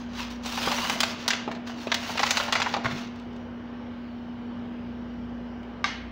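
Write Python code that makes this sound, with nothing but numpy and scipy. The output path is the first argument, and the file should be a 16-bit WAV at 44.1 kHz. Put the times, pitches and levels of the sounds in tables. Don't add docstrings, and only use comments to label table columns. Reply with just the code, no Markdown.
import sys
import numpy as np
from scipy import signal
from scipy.fft import rfft, irfft
from scipy.io import wavfile
from scipy.ndimage import uniform_filter1d

SR = 44100
rng = np.random.default_rng(int(sys.argv[2]) if len(sys.argv) > 2 else 0)


def log_audio(samples):
    frames = np.atleast_2d(samples).T
    limited = np.clip(frames, -1, 1)
    pcm = np.round(limited * 32767).astype(np.int16)
    wavfile.write(sys.argv[1], SR, pcm)


def undo_db(level):
    steps = np.asarray(level, float) / 20
    return 10 ** steps


N = 269451

# frequency in Hz, level in dB per Hz.
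FOIL = [(120, -19), (200, -21.5), (839, 2.5), (3460, 0), (3930, 2), (6230, -9), (7480, -16), (8200, -29.5),
        (9860, -34), (12100, -36.5), (13700, -47.5), (15100, -31.5), (16200, -22.5)]


def evened(x):
    return x / np.sqrt(np.mean(x ** 2) + 1e-20)


def read(points, hz):
    f, value = np.transpose(points)
    return np.interp(np.log(hz + 1), np.log(f + 1), value)


def add(mix, s, sound):
    part = mix[round(s * SR):][:len(sound)]
    part += sound[:len(part)]


def wander(span):
    noise = rng.standard_normal(N)
    return evened(uniform_filter1d(uniform_filter1d(noise, span), span))


def resonate(x, hz, width):
    turn = np.exp(2j * np.pi * np.cumsum(hz * np.ones(len(x))) / SR)
    r = np.exp(-np.pi * width / SR)
    return 2 * (turn * signal.lfilter([1 - r], [1, -r], x / turn + 1e-18)).real


def resonate_twice(x, hz, width):
    return resonate(resonate(x, hz, width), hz, width)


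def colour(db_at, size=2048):
    db = np.maximum(db_at(abs(np.fft.fftfreq(size, 1 / SR))), -100)
    log_gain = db * np.log(10) / 20
    return np.fft.ifft(np.exp(np.conj(signal.hilbert(log_gain)))).real[:size // 2]


def ring(modes):
    t = np.arange(SR) / SR
    out = sum(undo_db(db - 60 * t / t60) * np.sin(2 * np.pi * hz * t) for hz, db, t60 in modes)
    return out / np.linalg.norm(out)


def room_air():
    # frequency in Hz, level in dB per Hz.
    air = [(20, -36), (48, -20), (70, -33), (100, -12), (140, -19), (200, -10), (300, -15), (900, -22),
           (2400, -34), (5500, -48.5), (8000, -70), (14000, -76), (15000, -62), (15500, -61.5)]
    level_db = -46
    frames, hz = N // 1024 + 5, np.fft.rfftfreq(4096, 1 / SR)
    a, b, chance = rng.standard_normal((frames, len(hz), 3)).T
    patches = evened(uniform_filter1d(uniform_filter1d(chance, 20, 0), 4, 1))
    swells = evened(uniform_filter1d(uniform_filter1d(patches, 150, 0), 10, 1))
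    patch_db = np.interp(hz, [1500, 4500, 7000, 9000], [.8, 2.7, 2.7, .8])
    shape = undo_db(read(air, hz))
    spectra = (a + 1j * b) * shape[:, None] * undo_db(patch_db[:, None] * patches + .6 * swells)
    middle = shape[(hz > 300) & (hz < 6000)]
    share = np.sqrt((shape ** 2).sum() / (middle ** 2).sum())
    noise = signal.istft(spectra, nperseg=4096, noverlap=3072)[1][:N]
    return undo_db(level_db) * share * evened(noise)


def motor():
    # time in seconds, main line in dB, low mains line in dB.
    swells = [(0.0, -38, -53), (0.2, -38.5, -46), (0.9, -37.5, -54), (1.17, -40, -62), (1.6, -37, -60),
              (2.33, -42, -57.5), (2.98, -36, -68), (3.2, -39, -53.5), (4.14, -38.5, -55),
              (4.68, -35.5, -56), (4.9, -38, -50), (5.33, -36.5, -47.5), (5.84, -42, -52),
              (6.11, -42.5, -43.5)]
    # frequency in Hz, width in Hz, level in dB.
    drones = [(90, 11, -53.5), (120, 1.4, -65.5), (1563, 50, -64.5), (2970, 360, -63.5)]
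    hum_hz, mains_hz = 239.9, 59.6
    t = np.arange(N) / SR
    s, *levels = np.transpose(swells)
    hum_db, mains_db = [np.interp(t, s, db) for db in levels]
    hum = undo_db(hum_db) * np.sin(2 * np.pi * hum_hz * t)
    mains = undo_db(mains_db) * np.sin(2 * np.pi * mains_hz * t)
    noise = rng.standard_normal(N)
    fuzz = sum(undo_db(db) * evened(resonate_twice(noise, hz, width)) for hz, width, db in drones)
    return np.sqrt(2) * (hum + mains) + fuzz


def kitchen(x):
    # frequency in Hz, t60 in seconds.
    decay = [(300, 0.9), (800, 0.48), (2100, 0.71), (5500, 0.4), (12000, 0.25)]
    taps, at = np.zeros(SR), np.arange(500, SR - 20, 10)
    taps[at + rng.integers(0, 10, len(at))] = rng.choice([-1., 1.], len(at))
    hz, t, bands = signal.stft(taps, SR, nperseg=256)
    dying = bands * undo_db(-60 * t / read(decay, hz)[:, None])
    tail = signal.istft(dying, SR, nperseg=256)[1]
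    return signal.fftconvolve(x, tail / np.linalg.norm(tail))[:N]


def thuds():
    # start in seconds, level in dB, frequency in Hz, width in Hz, t60 in seconds.
    booms = [(0.6735, -28, 220, 400, 0.07), (1.4765, -27, 320, 400, 0.05), (1.87, -31, 420, 300, .04),
             (2.85, -35, 110, 110, 0.38), (2.931, -36, 140, 130, 0.3)]
    out, t = np.zeros(N), np.arange(SR // 2) / SR
    for s, db, hz, width, t60 in booms:
        push = rng.standard_normal(len(t)) + 45 * (t == 0)
        boom = evened(resonate_twice(push, hz, width))
        add(out, s, undo_db(db - 60 * t / t60) * boom * (1 - np.exp(-t / 0.0015)))
    return out


def squeals():
    # start in seconds, end in seconds, start pitch in Hz, end pitch in Hz, level
    # in dB.
    whistles = [(1.479, 1.506, 700, 680, -35), (5.848, 5.9, 810, 810, -40), (.574, .592, 830, 870, -35),
                (.716, .732, 950, 750, -31), (.783, .797, 800, 900, -35), (2.663, 2.682, 1000, 1050, -32),
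                (2.764, 2.782, 800, 760, -32), (.18, .235, 930, 980, -41), (.59, .63, 5000, 5300, -43),
                (.61, .7, 2900, 3400, -43), (.68, .695, 1250, 1300, -33), (.762, .78, 5900, 5850, -37),
                (.8, .86, 950, 1050, -37), (.815, .87, 2800, 2950, -38), (.87, .95, 2950, 3100, -41)]
    out = np.zeros(N)
    for s0, s1, hz0, hz1, db in whistles:
        n = round((s1 - s0) * SR)
        glide = np.linspace(hz0, hz1, n)
        tone = resonate_twice(rng.standard_normal(SR // 4)[:n], glide, 170)
        add(out, s0, undo_db(db) * evened(tone) * signal.windows.tukey(n, .4))
    return out


def pressure():
    # time of full pressure in seconds, hold in seconds, rubbing in dB,
    # rise in seconds, grit in dB.
    strokes = [(0.0, 0, -47.5, 0.0085, -14), (0.189, 0.034, -38, 0.14, -12.5), (0.305, 0, -44.5, .02, -9),
               (0.458, 0.16, -36.5, 0.055, -8), (0.584, 0.35, -33.5, 0.045, -7.5),
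               (0.98, 0.13, -38.5, 0.22, -12.5), (1.22, 0, -41, 0.24, -16), (1.282, 0.081, -37.5, .01, -27),
               (1.674, 0, -41, 0.028, -13), (1.824, 0.00051, -43.5, 0.17, -10),
               (1.898, .01, -46, 0.12, -18), (2.037, 0.082, -38.5, 0.32, -11), (2.1, .01, -37, 0.34, -7.5),
               (2.22, 0.23, -34.5, 0.4, -11), (2.567, 0, -34, 0.096, -31), (2.7, 0.036, -40, .5, -16.5),
               (2.842, 0, -37, 0.012, -17), (2.904, 0.11, -42.5, .02, -15), (3.166, 0.033, -58.5, .1, -29)]
    rise_db, let_go_db_per_s = 30, 181.5
    body_db, body_follows, grit_follows = -8, 0.3, 1.44
    t = np.arange(N // 32 + 1) * 32 / SR
    rub, body, grit = 0, 0, 0
    for s, hold, db, rise, grit_db in strokes:
        rising_db = rise_db * (t - s) / max(rise, .004)
        falling_db = let_go_db_per_s * (s + hold - t)
        under_db = np.minimum(0, np.minimum(rising_db, falling_db))
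        rub = np.maximum(rub, undo_db(db + under_db))
        body = np.maximum(body, undo_db(db + body_db + body_follows * under_db))
        grit = np.maximum(grit, undo_db(db + grit_db + grit_follows * under_db))
    return [np.interp(np.arange(N) / SR, t, level) for level in (rub, body, grit)]


def drag():
    # frequency in Hz, level in dB per Hz.
    rub_colour = [(150, -15.5), (250, 6), (273, -13.5), (308, -24), (373, -12), (910, -7), (993, -5.5),
                  (1960, -12), (2880, -9.5), (6420, -17), (8350, -38), (13400, -45), (14800, -36.5),
                  (16200, -31)]
    slips_per_s, slip_spread_db = 9000, 1.5
    patches, patch_db, patch_swing_db = 9, -11, 4.5
    rub, weight, grit = pressure()
    size_db = slip_spread_db * np.minimum(rng.exponential(1, N), 3)
    slips = undo_db(size_db) * rng.standard_normal(N) * (rng.random(N) < slips_per_s / SR)
    slips = evened(slips * undo_db(1.2 * wander(300)))
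    pitches = np.geomspace(600, 6500, patches) * rng.uniform(0.838, 1.19, patches)
    bend = 1 + .06 * wander(3000)
    rings = 0
    for hz in pitches:
        struck = slips * undo_db(patch_swing_db * wander(1200))
        rings = rings + resonate(struck, hz * bend, 140) * np.sqrt(hz)
    rubbed = slips + undo_db(patch_db) * evened(rings)
    coloured = signal.oaconvolve(rubbed, colour(lambda f: read(rub_colour, f)))[:N]
    spectrum, hz = rfft(coloured), np.fft.rfftfreq(N, 1 / SR)
    low = 1 / (1 + (hz / 1200) ** 4)
    high = 1 / (1 + (7800 / (hz + 1)) ** 16)
    body, rasp, fizz = (evened(irfft(spectrum * part, N)) for part in (low, 1 - low - high, high))
    return rub * rasp + weight * body + grit * fizz


def snap(foil, lumpy_db, first_db, db, body_db, bright_db, air_db, rattle_ms):
    ms = np.arange(2600) / SR * 1000
    shape = undo_db(-.6 * ms - 2.0 * np.maximum(ms - rattle_ms, 0)) + undo_db(-15.0 - 0.3 * ms)
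    clicks = rng.standard_normal(len(ms)) * undo_db(2.0 * np.minimum(rng.exponential(1, len(ms)), 3))
    rattle = signal.lfilter([1, .6], [1.6], shape * clicks)
    rattle += undo_db(-24 - 3.1 * ms) * clicks
    rattle += undo_db(first_db) * (ms == 0)
    lumps = list(zip(np.geomspace(300, 16000, 40), lumpy_db * rng.standard_normal(40)))
    blow = [(350, 1.12 * (body_db + 14)), (700, body_db + 15), (1800, 0.007),
            (5500, bright_db + 5.0), (7000, bright_db + 7.5),
            (8500, air_db + 34.5), (15000, 0.95 * (air_db + 38.0))]
    tone = colour(lambda f: read(foil, f) + read(blow, f) + read(lumps, f), size=1024)
    pop = np.convolve(rattle, tone)
    return undo_db(db - 9.5) * pop / np.sqrt(uniform_filter1d(pop ** 2, 300).max())


def snaps(rows, top_db, foil, lumpy_db=2.5, first_db=19):
    out = np.zeros(N)
    for s, db, body_db, bright_db, rattle_ms in rows:
        pop = snap(foil, lumpy_db, first_db, db, body_db, bright_db, bright_db + top_db, rattle_ms)
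        add(out, s + .0007, pop)
    return out


def creaks():
    # start in seconds, peak in dB, body in dB, brightness in dB, rattle length in ms.
    flexes = [
        (3.1577, -40, -13, -8, 2.6),
        (3.1971, -42.5, -20, -0.5, 3),
        (3.3295, -52, -17.5, 1, 3.8),
        (3.3628, -41, -15, -9, 3.9),
        (5.631, -40, -12.5, -12.5, 3.4),
    ]
    return snaps(flexes, -18.5, FOIL)


def buckles():
    # start in seconds, peak in dB, body in
    # dB, brightness in dB, rattle length in ms.
    folds = [(0.149, -34.5, -11.5, -3, 15), (0.308, -42, -1, -24, 8), (0.435, -33, -38, 1, 8),
             (0.459, -21.5, -2, 4, 20), (0.575, -18, -10, -8, 5.7), (0.649, -32, 0, -18, 6),
             (0.707, -21, -6, -4, 7.3), (0.716, -13, -14, -2.5, 42), (0.783, -17, -5, -10, 14),
             (0.849, -18.5, -13, -9, 5.2), (0.897, -9.5, -11, -2.5, 4.6), (0.962, -25, 0.5, -26, 2.7),
             (1.671, -30, -12, -4, 15), (1.695, -29, -6, -26, 8), (1.784, -31, -8, -13, 8.7),
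             (1.87, -19.5, -1.5, -12, 11),
             (1.943, -10.5, -17, -2.5, 6.2), (2.094, -20, -2, -16, 30), (2.153, -23, 4.5, -16, 6.4),
            (2.264, -14.5, -16.5, -6, 17), (2.307, -7, -12.5, 0.5, 7), (2.37, -8.5, -14.5, -6.5, 11),
            (2.4, -12.5, -10.5, -17, 11), (2.481, -17.5, -7, -17, 17), (2.524, -8.5, -17, -7.5, 17),
            (2.553, -9.5, -9, -10, 18), (2.66, -15, -22, -40, 12), (2.856, -11, -15, -22.5, 9.1),
            (2.909, -26.5, -33, -18, 12), (2.98, -33, -31, -16, 5.1)]
    return snaps(folds, -20.5, FOIL)


def knocks():
    # start in seconds, peak in dB, body in dB, brightness in dB, rattle length in ms.
    hits = [(1.304, -9, -31, -7.5, 9.2), (1.333, -13, -11, -6, 3.5), (1.477, -19.5, -1.5, -18, 16),
            (1.549, -33, -18, -6, 23), (1.917, -9, -22.5, -13, 8), (2.175, -15.5, -23, -13, 7.8),
            (2.193, -10.5, -5.5, -4, 10), (2.231, -7, -13.5, -11.5, 11), (2.6, -12.5, -9, -7, 9),
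            (2.618, -9.5, -15.5, -14, 4.7), (2.624, -15.5, -11, -2.5, 5.1), (2.739, -11.5, -9, -12, 9.6),
            (2.765, -14.5, 0, -12, 4.1)]
    return snaps(hits, -27.5, FOIL)


def cracks():
    # start in seconds, peak in dB, body in dB, brightness in dB, rattle length in ms.
    hits = [
        (0.674, -11, -6, -33, 5),
        (1.262, -24.5, -1.5, -15.5, 3),
        (1.004, -6, -16.5, -1.5, 6.5),
        (1.032, -8, -15, -6, 7.1),
        (1.279, -8, -11.5, 1, 8.8),
        (1.514, -20.5, -9.5, -15, 14),
        (2.846, -16.5, -9, -25, 2.9),
    ]
    return snaps(hits, -17, FOIL, first_db=20)


def rack_wires(on_rack):
    # frequency in Hz, level in dB, t60 in seconds.
    wires = [(587, -4, .7), (681, -4, .5), (689, -1, .9), (808, -2, .35), (822, -3, .35), (955, -3, .35),
             (986, -3, .35), (1222, -5, .25), (1400, -7, .2), (1652, -6, .25), (2035, -11, .2),
             (2850, -13, .3)]
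    return undo_db(-23) * signal.fftconvolve(on_rack, ring(wires))[:N]


def set_down():
    # start in seconds, peak in dB, body in dB, brightness in dB, rattle length in ms.
    landing = [
        (5.842, -12.5, -14.5, 0.9, 8),
    ]
    # frequency in Hz, level in dB per Hz.
    clack = [(300, -24), (650, -22), (900, -5.5), (1250, -1.5), (1700, 0.5), (2300, -6.5), (3000, -8),
             (3900, -9), (6000, -19), (9000, -53.5), (15000, -73)]
    return snaps(landing, -22, clack, lumpy_db=0, first_db=28)


def counter_and_rim(down):
    # frequency in Hz, level in dB, t60 in seconds.
    counter = [(830, -2, .15), (1210, -3, .05), (1620, -6, .15), (2280, 0, .04), (2810, -4, .2),
               (2850, -5, .2), (3800, -2, .04)]
    # frequency in Hz, level in dB, t60 in seconds.
    rim = [(820, -9, .025), (1220, 0, .025), (1600, -5, .025), (2290, 0, .025), (2820, -8, .025),
           (3800, -2, .025), (5400, -6, .02)]
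    top_ring = undo_db(-16) * signal.fftconvolve(down, ring(counter))[:N]
    rim_ring = undo_db(-4) * signal.fftconvolve(down, ring(rim))[:N]
    return top_ring + rim_ring


def scene():
    on_rack = drag() + buckles() + knocks() + cracks()
    close = on_rack + squeals() + rack_wires(on_rack) + creaks() + thuds()
    down = set_down()
    wet = kitchen(undo_db(-11.5) * close + undo_db(-2) * down)
    landed = undo_db(0.5) * down + counter_and_rim(down)
    return (close + landed + wet + room_air() + motor())[None]


def top_cut(x):
    return signal.sosfilt(signal.butter(12, 16820, fs=SR, output="sos"), x)


def record(dry):
    lowpass = signal.firwin(511, 15750, window=("kaiser", 7), fs=SR)
    limited = signal.oaconvolve(dry, lowpass[None], "same")
    return top_cut(limited)


dry = scene()
out = record(dry)
log_audio(out)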